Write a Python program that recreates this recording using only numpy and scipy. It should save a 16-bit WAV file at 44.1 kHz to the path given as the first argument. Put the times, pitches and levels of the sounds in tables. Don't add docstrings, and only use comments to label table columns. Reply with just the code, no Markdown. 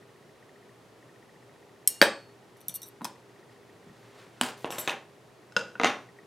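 import sys
import numpy as np
from scipy import signal
from scipy.fft import rfft, irfft
from scipy.io import wavfile
from scipy.ndimage import uniform_filter1d

SR = 44100
rng = np.random.default_rng(int(sys.argv[2]) if len(sys.argv) > 2 else 0)


def linear_from_db(decibels):
    return 10 ** (np.asarray(decibels, float) / 20)


def transcribe(signal):
    frames = np.atleast_2d(signal).T
    limited = np.clip(frames, -1, 1)
    pcm = np.round(limited * 32767).astype(np.int16)
    wavfile.write(sys.argv[1], SR, pcm)


N = 276154

# f/Hz, relative density/dB
AIR_COLOUR = [(15, -67), (25, -34.5), (92, -17.5), (120, -7.5), (242, -9.5), (293, -9.5), (394, -6.5),
              (531, -9.5), (1700, -21), (1890, -20.5), (2160, -22.5), (10700, -36), (16000, -45)]
# f/Hz, level re mid/dB
AIR_SIDE = [(60, -17), (180, -10), (550, -10), (1650, -7), (4970, -7.5), (15000, -10.5)]
# f/Hz, width/Hz, rms level/dB
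FAN_TONES = [(119.6, 21, -67), (280, 9.2, -78.5), (335.5, 61, -72.5), (404, 5.9, -64.5)]
AIR_DB = -56.5

# start t/s, end t/s, initial tick level/dB
LENS_HUNTS = [(0, .33, -57.5), (.42, .77, -55), (1.02, 1.72, -55), (1.9, 2.92, -58.5), (3.15, 4.0, -57)]
LENS_FIRST_S, LENS_TICKS_PER_S = 0.022, 14.985
LENS_IDLE_DB, LENS_SETTLE_DB_PER_S = -61, 2.5

# t/s, relative blow level/dB at 400 Hz, at 2.5 kHz, at 10 kHz, relative metal ring level/dB
SNAP = [(1.874, -28.5, -22.5, -4.5, -46.5)]
ON_TANK = [(2.014, -10, -2, -21.5, -26.5)]
ON_FRAME = [(2.024, -5, -10.5, -31.5, -35.5)]
TIPS_MEET = [(2.568, -51.5, -38, -64.5, -66), (2.604, -52.5, -62, -55.5, -61),
             (2.612, -47, -49, -55, -50.5), (2.682, -43, -37, -25, -39.5), (2.694, -51, -26.5, -42.5, -36)]
TIPS_PINCH = [(2.817, -55, -43, -39.5, -41), (2.829, -47, -58, -38.5, -40), (2.857, -51, -61, -52, -53),
              (2.885, -48, -62, -45, -62)]
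ON_RIM = [(3.009, -27.5, -48, -91, -78), (3.016, -19.5, -54, -65, -64), (3.044, -31.5, -31.5, -28.5, -75),
          (3.051, -25, -29, -32, -73)]
ON_TABLE = [(4.411, -12.5, -12.5, -20.5, -61), (4.426, -17, -51, -42, -80), (4.436, -51, -31.5, -37, -78),
            (4.443, -29, -45, -39.5, -86)]
ON_SHELF = [(4.644, -12.5, -22, -51, -90), (4.655, -25, -34, -42, -85), (4.704, -17.5, -28.5, -30.5, -47),
            (4.723, -19, -23.5, -65, -50), (4.782, -17, -25, -26.5, -41), (4.875, -10.5, -11.5, -27, -79),
            (4.884, -31, -29, -45, -74), (4.894, -20, -16, -32, -60), (4.904, -36, -22, -44, -76),
            (4.912, -36, -33, -41, -76)]
ON_JAR = [(5.521, -53, -53, -54, -82), (5.564, -21, -21, -27.5, -56), (5.753, -37, -43.5, -95.5, -74)]
LAID_DOWN = [(5.797, -16.5, -19.5, -54, -65), (5.813, -18.5, -29, -49, -74), (5.833, -17.5, -13, -40, -62),
             (5.844, -15, -12.5, -32.5, -61), (5.856, -15, -16.5, -42.5, -61), (5.861, -27, -19, -51, -40)]

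# f/Hz, width before damping/Hz, relative level/dB
HINGE = [(2180, 120, -22), (3140, 110, -13), (4225, 110, -17), (5440, 90, -9), (6790, 130, -12),
         (8215, 110, 2), (9295, 170, -6), (9750, 120, -2), (11500, 150, -11), (11900, 120, -16),
         (12715, 130, -4), (13600, 120, -17)]
TANK = [(185, 65, 5.5), (268, 36, 2), (580, 110, 3), (870, 180, 1), (1600, 300, 3), (2180, 260, -2.5),
        (3370, 240, -25), (4640, 150, -6), (5350, 390, -14.5), (6500, 170, -18), (8530, 230, -27.5),
        (10520, 170, -18), (12000, 157, -11.5), (15030, 150, -18.5)]
FRAME = [(568, 80, -3.5), (872, 80, -16), (1620, 300, 2), (2250, 250, -13.5), (3280, 250, -7.5),
         (3870, 200, -8), (5300, 300, -17.5)]
TIPS = [(3480, 280, -18), (5760, 270, -12.5), (7800, 250, -15), (8640, 200, -11), (9200, 190, -9.5),
        (10090, 300, -12.5), (10820, 190, -13.5), (12020, 150, -15.5), (12270, 200, -3.5),
        (13640, 270, -16), (14960, 240, -24)]
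RIM = [(228, 19, 1), (946, 64, 7.5), (1825, 28, -12.5), (2540, 54, -13.5), (3375, 51, -12), (3900, 30, -25),
       (5180, 85, -6.5), (6100, 39, -14), (7500, 47, -13.5), (8180, 72, -10.5), (8850, 55, -15),
       (10780, 69, -16), (12700, 50, -10), (13300, 52, -24.5)]
TABLE = [(236, 21, -13.5), (720, 170, -5), (1435, 240, 0), (2450, 110, -10), (3000, 150, -2),
         (3770, 120, -15), (4600, 400, -5), (7750, 290, 1), (8250, 380, -3.5), (9600, 180, -10),
         (11400, 78, -28), (12900, 84, -27)]
SHELF = [(194, 130, -21), (486, 44, -23.5), (750, 180, -6.5), (920, 260, -13), (1650, 160, -2),
         (2440, 160, -5), (2640, 63, 3.5), (3100, 160, 0.5), (3650, 69, -1.5), (5880, 28, -14),
         (6530, 130, -10.5), (8770, 95, -17.5), (11260, 280, -26)]
JAR = [(196, 23, -13), (522, 96, 1.5), (976, 51, -11), (1470, 62, 6.5), (2000, 45, -31), (2725, 104, 2),
       (3200, 150, -5), (3990, 70, -0.5), (4860, 170, 1), (5220, 110, 2), (6350, 120, -2), (7400, 410, -11)]
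BOARD = [(256, 33, -11), (453, 20, -12), (736, 75, -2), (1340, 185, 1), (2057, 70, -7), (2760, 71, -10),
         (3820, 210, -7.5), (4570, 510, -13), (6020, 170, -14), (6470, 250, -8), (8300, 92, -36)]

TONGS_HZ = [2358, 2832, 3585, 3725, 3867, 4237, 4395, 5474, 5610, 6020, 6175, 6450, 6815, 7655, 7915, 8420,
            8600, 8930, 9230, 9722, 10160, 10320, 10900, 11710, 11850, 12080, 12660, 12840, 13360, 14880]
TONGS_T60_S = [.5, 1.5, 0.2, .4, .25, 0.4, 1.0, 0.27, .2, .25, 0.35, .3, 0.3, 0.4, 0.24, 0.3, 0.25, 0.2, .2,
               0.25, .15, .2, .18, 0.19, .16, .15, 0.16, .17, .15, 0.15]
SNAPPED_DB = [-14, -7, -31, -13, -8, -13, -9, 1, -26, -17, -18, -14, -3, -14, -8, -6, -10, -8, -9.5, -10,
              -18, -14, -28.5, -5, -5, -10, -2, -5, -9, -30]
STRUCK_DB = [-36, -38, -31.5, -30, 0, -32, -24, -13, -19, -15, -27, -18, -26.5, -16, -14, -3, -23, -18, -41,
             -38, -35, -3, -41, -12, -12, -27, -11, -15, -11, -5]
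RATTLED_DB = [-21, -29, -7.5, -30, -17, -30, -17, -16, -7.5, -5.5, -28.5, -20, -17, -24, -8, -22, -16.5, -5,
              -9.5, -14, -2, -5, -10, -22, -21, -4.5, -19.5, -6, -30, -24]
PINCHED_DB = [-35, -35, -15, -30, -11, -30, -22, -27, -6, -9, -26, -28, -30, -22, -28, -14, -22, -18, -15,
              -30, -28, -24, -11, -28, -22, -24, -22.5, -10, -28, -28]
SLID_DB = [-35, -30, -18, -30, -15, -30, -24, -7, -25, -9, -28, -16, -30, 0, -28, -25, -14, -30, -15, -35,
           -20, -6, -14, -9, -14, -30, -12, -4, -12, -15]
TOOL_HZ = [3623, 5810, 8533, 9255, 9755, 10900, 11630, 12810, 13250, 15160]
TOOL_T60_S = [0.36, 0.46, 0.64, 0.27, .22, 0.37, 0.42, 0.27, 0.28, 0.33]
TOOL_DB = [5, -7, -19, -18, -19, -16, -19, -28, -38, -27]

KEPT_SNAPPED, KEPT_SQUEEZED, KEPT_PRESSED, KEPT_PINCHED, KEPT_LOOSE = 1.3, 0.64, 0.079, 0.44, 0.84
FREE_S, SNAP_FREE_S, HUSH_S = 0.32, 0.16, 0.03
REBOUND_S, TRAVEL_S = 0.015, 0.001
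SHAKE_SPLIT_HZ, SHAKE_TREBLE_SHARE = 5300, 0.65
RESONANT_SHARE, JAR_SHARE, VALLEY_DB = 0.3, 0.8, -15

# f/Hz, t60/s
ROOM_T60 = [(150, 0.4), (500, 0.36), (2000, 0.27), (6000, 0.36), (14000, 0.073)]
# f/Hz, level/dB
ROOM_COLOUR = [(150, 1.5), (1000, 0.5), (4000, -6), (12000, -9.5)]
# f/Hz, level/dB
ROOM_SIDE = [(150, -26.5), (1000, -23), (4000, -18), (12000, -15.5)]
RING_TO_ROOM_DB = -8
DIRECT_SIDE_DB, DIRECT_SIDE_HZ = -19, 5000
TOP_HZ = 17200

# t/s, reference level/dB
STEPS = [(2.691, -44.5), (3.866, -44.5), (3.899, -41.5)]
# start t/s, end t/s, mean touches per s, relative tick level/dB, relative ring level/dB
CHATTER = [(2.738, 2.774, 330, -35.5, -43), (2.861, 2.899, 340, -55, -85), (4.704, 4.731, 480, -50, -56.5),
           (4.781, 4.819, 340, -38, -51)]
# f/Hz, added level/dB
CHATTER_COLOUR = [(3000, 0), (8000, 3.5), (12100, 11.5), (12800, 3.5), (15000, 3.5)]
# peak t/s, peak rms level/dB, rise/s
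RUSTLE = [(3.39, -63, .04), (3.52, -60, 0.032), (4.05, -60.5, .6), (4.2, -53, .1), (4.38, -61.5, .15)]
# f/Hz, relative density/dB
RUSTLE_COLOUR = [(60, -26.5), (300, 6), (1500, 5.5), (4000, -2.5), (9000, -13), (16000, -24)]
RUSTLE_FALL, RUSTLE_EDGE_DB = 1.8, -21.5
# start t/s, end t/s, rms level/dB
SLIDES = [(4.441, 4.514, -48.5), (4.57, 4.649, -58), (4.703, 4.874, -50)]
# f/Hz, relative density/dB
SLIDE_COLOUR = [(800, 0), (2500, 2.5), (6000, -3), (12500, -7.5), (16000, -14.5)]
SLIDE_EDGE_S = 0.0086
# t/s, reference level/dB
SMALL_KNOCKS = [(6.088, -50.5), (6.187, -45.5)]


def rms_one(x):
    return x / np.sqrt(np.mean(x ** 2) + 1e-20)


def at_hz(points, hz):
    points_hz, values = np.transpose(points)
    return np.interp(np.log(hz), np.log(points_hz), values)


def coloured(spectrum):
    hz = np.fft.rfftfreq(N, 1 / SR) + 1
    return irfft(rfft(rng.standard_normal(N)) * linear_from_db(at_hz(spectrum, hz)), N)


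def add(out, s, sound):
    i = int(round(s * SR))
    out[i:i + len(sound)] += sound[:N - i]


def air():
    hz = np.fft.rfftfreq(N, 1 / SR)
    mid = coloured(AIR_COLOUR)
    scale = linear_from_db(AIR_DB) / np.std(mid)
    side = coloured([(f, db + at_hz(AIR_SIDE, f)) for f, db in AIR_COLOUR])
    tones = 0
    for f, width_hz, db in FAN_TONES:
        resonance = 1 / (1 + (2 * (hz - f) / width_hz) ** 2)
        tones = tones + linear_from_db(db) * rms_one(irfft(rfft(rng.standard_normal(N)) * resonance, N))
    return scale * mid + tones, scale * side


def lens_motor():
    out, t = np.zeros(N), np.arange(500) / SR
    tones = np.sin(2 * np.pi * 1870 * t) + 0.35 * np.sin(2 * np.pi * 2080 * t)
    tick = np.hanning(500) * tones
    for s in np.arange(LENS_FIRST_S, N / SR, 1 / LENS_TICKS_PER_S):
        levels_db = [LENS_IDLE_DB]
        for start, end, db in LENS_HUNTS:
            if start <= s + 0.02 < end:
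                levels_db.append(db - LENS_SETTLE_DB_PER_S * (s - start))
        add(out, s, tick * linear_from_db(max(levels_db) + 1.5 * rng.standard_normal()))
    return out


def ringing(hz, gain, t60_s, seconds, rise_s=0.00011):
    t = np.arange(int(seconds * SR)) / SR
    phase = 2 * np.pi * (np.outer(hz, t) + rng.random((len(hz), 1)))
    decay = linear_from_db(-60 * np.outer(1 / np.asarray(t60_s), t))
    sound = np.asarray(gain) @ (np.sin(phase) * decay)
    return sound * (1 - np.exp(-t / rise_s))


def metal_ring(hz, t60_s, db, kept, free_s=FREE_S, spread_db=1.5):
    strength = linear_from_db(db + spread_db * rng.standard_normal(len(hz)))
    held_t60_s = np.array(t60_s) * np.clip(kept, 0.05, 2)
    sound = ringing(hz, strength, held_t60_s, seconds=free_s, rise_s=0.00081)
    return sound * np.clip(np.arange(len(sound))[::-1] / (HUSH_S * SR), 0, 1)


def blows(contacts, body, metal, kept, kept_rebound, damping, crack_db, crack_s, shake_db, shake_s,
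          top_db, free_s=FREE_S, spread_db=2.0, rise_s=0.00026, share=RESONANT_SHARE):
    out = np.zeros((2, N))
    hz, width_hz, db = np.transpose(body)
    t60_s = np.log(1000) / (np.pi * width_hz * damping)
    shape_db = db - uniform_filter1d(db, size=5, mode="nearest")
    t, bins_hz = np.arange(8192) / SR, np.fft.rfftfreq(8192, 1 / SR) + 1
    resonances = 1 / (1 + ((bins_hz - hz[:, None]) / width_hz[:, None]) ** 2)
    peaks = linear_from_db(shape_db) @ resonances + linear_from_db(VALLEY_DB)
    rebounds = np.diff(np.array(contacts)[:, 0], prepend=-1) < REBOUND_S
    metal_hz, metal_t60_s, metal_db = metal

    for (s, low_db, mid_db, high_db, ring_db), rebound in zip(contacts, rebounds):
        arrival_s = s + TRAVEL_S
        hardness = [(90, low_db - 24), (230, low_db - 4), (400, low_db), (2500, mid_db),
                    (10000, high_db), (16000, high_db + top_db)]
        gain = linear_from_db(at_hz(hardness, hz) + shape_db - 5.0 + spread_db * rng.standard_normal(len(hz)))
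        add(out[0], arrival_s, ringing(hz, gain, t60_s, seconds=0.15, rise_s=rise_s))

        colour = linear_from_db(at_hz(hardness, bins_hz)) * peaks ** share * linear_from_db(3 * share)
        spectrum = rfft(rng.standard_normal(8192)) * colour
        noise = irfft(spectrum)
        bass = irfft(spectrum / (1 + (bins_hz / SHAKE_SPLIT_HZ) ** 2))
        bass_shaking = bass * linear_from_db(-60 * t / shake_s)
        treble_shaking = (noise - bass) * linear_from_db(-60 * t / (shake_s * SHAKE_TREBLE_SHARE))
        grit = linear_from_db(4.8 * rms_one(np.convolve(rng.standard_normal(8192), np.hanning(100), "same")))
        crack = noise * linear_from_db(crack_db - 60 * t / crack_s)
        burst = crack + grit * linear_from_db(shake_db) * (bass_shaking + treble_shaking)
        add(out[1], arrival_s, burst * (1 - np.exp(-t / rise_s)))

        touch_kept = kept_rebound if rebound else kept
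        add(out[0], arrival_s, metal_ring(metal_hz, metal_t60_s, np.add(metal_db, ring_db), touch_kept, free_s))
    return out


def contacts():
    tongs, tool = (TONGS_HZ, TONGS_T60_S), (TOOL_HZ, TOOL_T60_S, TOOL_DB)
    loose = KEPT_LOOSE, KEPT_LOOSE
    hits = blows(SNAP, HINGE, (*tongs, SNAPPED_DB), KEPT_SNAPPED, KEPT_SNAPPED, damping=1.7,
                 crack_db=-6.5, crack_s=0.035, shake_db=-26.5, shake_s=0.2, top_db=-8.0,
                 free_s=SNAP_FREE_S, share=JAR_SHARE)
    hits += blows(ON_TANK, TANK, (*tongs, STRUCK_DB), *loose, damping=0.72,
                  crack_db=-1.0, crack_s=0.022, shake_db=-20.5, shake_s=0.19, top_db=-5.0)
    hits += blows(ON_FRAME, FRAME, (*tongs, STRUCK_DB), *loose, damping=0.65,
                  crack_db=8.0, crack_s=0.011, shake_db=-16.0, shake_s=0.22, top_db=-5.0)
    hits += blows(TIPS_MEET, TIPS, (*tongs, RATTLED_DB), KEPT_SQUEEZED, KEPT_PRESSED, damping=0.93,
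                  crack_db=-3.5, crack_s=0.01, shake_db=-30.5, shake_s=0.08, top_db=-0.5)
    hits += blows(TIPS_PINCH, TIPS, (*tongs, PINCHED_DB), KEPT_PINCHED, KEPT_PINCHED, damping=0.87,
                  crack_db=2.5, crack_s=0.0091, shake_db=-30.0, shake_s=0.08, top_db=-3.5)
    hits += blows(ON_RIM, RIM, (*tongs, STRUCK_DB), *loose, damping=2.27,
                  crack_db=-2.5, crack_s=0.03, shake_db=-15.5, shake_s=0.15, top_db=-10.0)
    hits += blows(ON_TABLE, TABLE, (*tongs, SLID_DB), *loose, damping=1.4,
                  crack_db=2.5, crack_s=0.0036, shake_db=-15.0, shake_s=0.31, top_db=-7.5)
    hits += blows(ON_SHELF, SHELF, (*tongs, SLID_DB), *loose, damping=4.4,
                  crack_db=-11.5, crack_s=0.0063, shake_db=-13.5, shake_s=0.19, top_db=-8.5)
    hits += blows(ON_JAR, JAR, tool, *loose, damping=1.0,
                  crack_db=-6.0, crack_s=0.035, shake_db=-13.0, shake_s=0.31, top_db=-21.0, share=JAR_SHARE)
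    hits += blows(LAID_DOWN, BOARD, tool, *loose, damping=1.36,
                  crack_db=0.0, crack_s=0.012, shake_db=-9.0, shake_s=0.26, top_db=-12.0)
    return hits


def room(x, colour):
    t, tail = np.arange(SR // 2) / SR, 0
    for low_hz in 60 * 2. ** np.arange(8):
        high_hz = min(2.18 * low_hz, 0.45 * SR)
        band = signal.butter(2, [low_hz, high_hz], "band", fs=SR, output="sos")
        hz = low_hz * np.sqrt(2)
        t60_s = at_hz(ROOM_T60, hz)
        dying = linear_from_db(-60 * t / t60_s) / np.sqrt(t60_s * SR / 12)
        noise = signal.sosfilt(band, rng.standard_normal(len(t)))
        tail = tail + noise * dying * linear_from_db(at_hz(colour, hz))
    build_up = np.clip((t - 0.003) / 0.0018, 0, 1)
    return signal.fftconvolve(x, tail * build_up)[:N]


def footsteps():
    out = np.zeros(N)
    for s, db in STEPS:
        gain = linear_from_db(db + np.array([-6.0, -4.0, -7.0]))
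        add(out, s, ringing([150, 185, 235], gain, [0.15, 0.13, 0.1], seconds=0.2, rise_s=0.0019))
    return out


def chatter():
    out = np.zeros(N)
    hz, width_hz, db = np.transpose(TIPS)
    bright_db = at_hz(CHATTER_COLOUR, hz)
    in_hand, on_shelf = (RATTLED_DB, KEPT_PRESSED), (SLID_DB, KEPT_LOOSE)
    grips = [in_hand, in_hand, on_shelf, on_shelf]
    for (start, end, per_s, tick_db, ring_db), (modes_db, kept) in zip(CHATTER, grips):
        times = start + np.cumsum(1 + 0.18 * rng.standard_normal(24)) / per_s
        for s in times[times < end]:
            progress = np.clip((s - start) / (end - start), 0, 1)
            swell_db = 20 * np.log10(0.47 + np.sin(np.pi * progress ** 0.56))
            touch_db = np.add(modes_db, ring_db + swell_db)
            add(out, s, metal_ring(TONGS_HZ, TONGS_T60_S, touch_db, kept, free_s=0.2))
            gain = linear_from_db(db + bright_db + tick_db + swell_db + 4.4 * rng.standard_normal(len(hz)))
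            tick_hz = hz * (1 + 0.012 * rng.standard_normal(len(hz)))
            add(out, s, ringing(tick_hz, gain, 1.9 / width_hz, seconds=0.03, rise_s=0.00026))
    return out


def rustle():
    t = np.arange(N) / SR
    clumps = linear_from_db(1.0 * rms_one(uniform_filter1d(rng.standard_normal(N), size=300)))
    power = 0
    for s, db, rise_s in RUSTLE:
        rises_from_peak = np.maximum(s - t, (t - s) / RUSTLE_FALL) / rise_s
        power = power + linear_from_db(db + RUSTLE_EDGE_DB * rises_from_peak) ** 2
    return rms_one(coloured(RUSTLE_COLOUR) * clumps) * np.sqrt(power)


def slide():
    t = np.arange(N) / SR
    grit = linear_from_db(2.54 * rms_one(uniform_filter1d(rng.standard_normal(N), size=120)))
    pressure = 0
    for start, end, db in SLIDES:
        pressure = pressure + linear_from_db(db) * np.clip(np.minimum(t - start, end - t) / SLIDE_EDGE_S, 0, 1)
    return rms_one(coloured(SLIDE_COLOUR) * grit) * pressure


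def small_knocks():
    out = np.zeros(N)
    for s, db in SMALL_KNOCKS:
        gain = linear_from_db(db + np.array([3.0, -6.0]))
        add(out, s, ringing([1900, 2250], gain, [0.04, 0.03], seconds=0.1, rise_s=0.00058))
    return out


def scene():
    high_pass = signal.butter(4, 130, "high", fs=SR, output="sos")
    ring, clatter = signal.sosfilt(high_pass, contacts() + [chatter(), slide()])
    to_room = linear_from_db(RING_TO_ROOM_DB) * ring + clatter
    air_mid, air_side = air()
    mid = ring + clatter + room(to_room, ROOM_COLOUR)
    mid += air_mid + lens_motor() + footsteps() + rustle() + small_knocks()
    direct_treble = signal.lfilter(*signal.butter(1, DIRECT_SIDE_HZ, "high", fs=SR), ring + clatter)
    side = room(to_room, ROOM_SIDE) + linear_from_db(DIRECT_SIDE_DB) * direct_treble + air_side
    return np.array([mid + side, mid - side])


def band_limit(x):
    return signal.sosfilt(signal.butter(12, 16000, fs=SR, output="sos"), x)


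def record(dry):
    cut = signal.cheby2(14, 70, TOP_HZ, fs=SR, output="sos")
    mix = signal.sosfilt(cut, np.clip(dry, -1, 1))
    return band_limit(mix)


dry = scene()
out = record(dry)
transcribe(out)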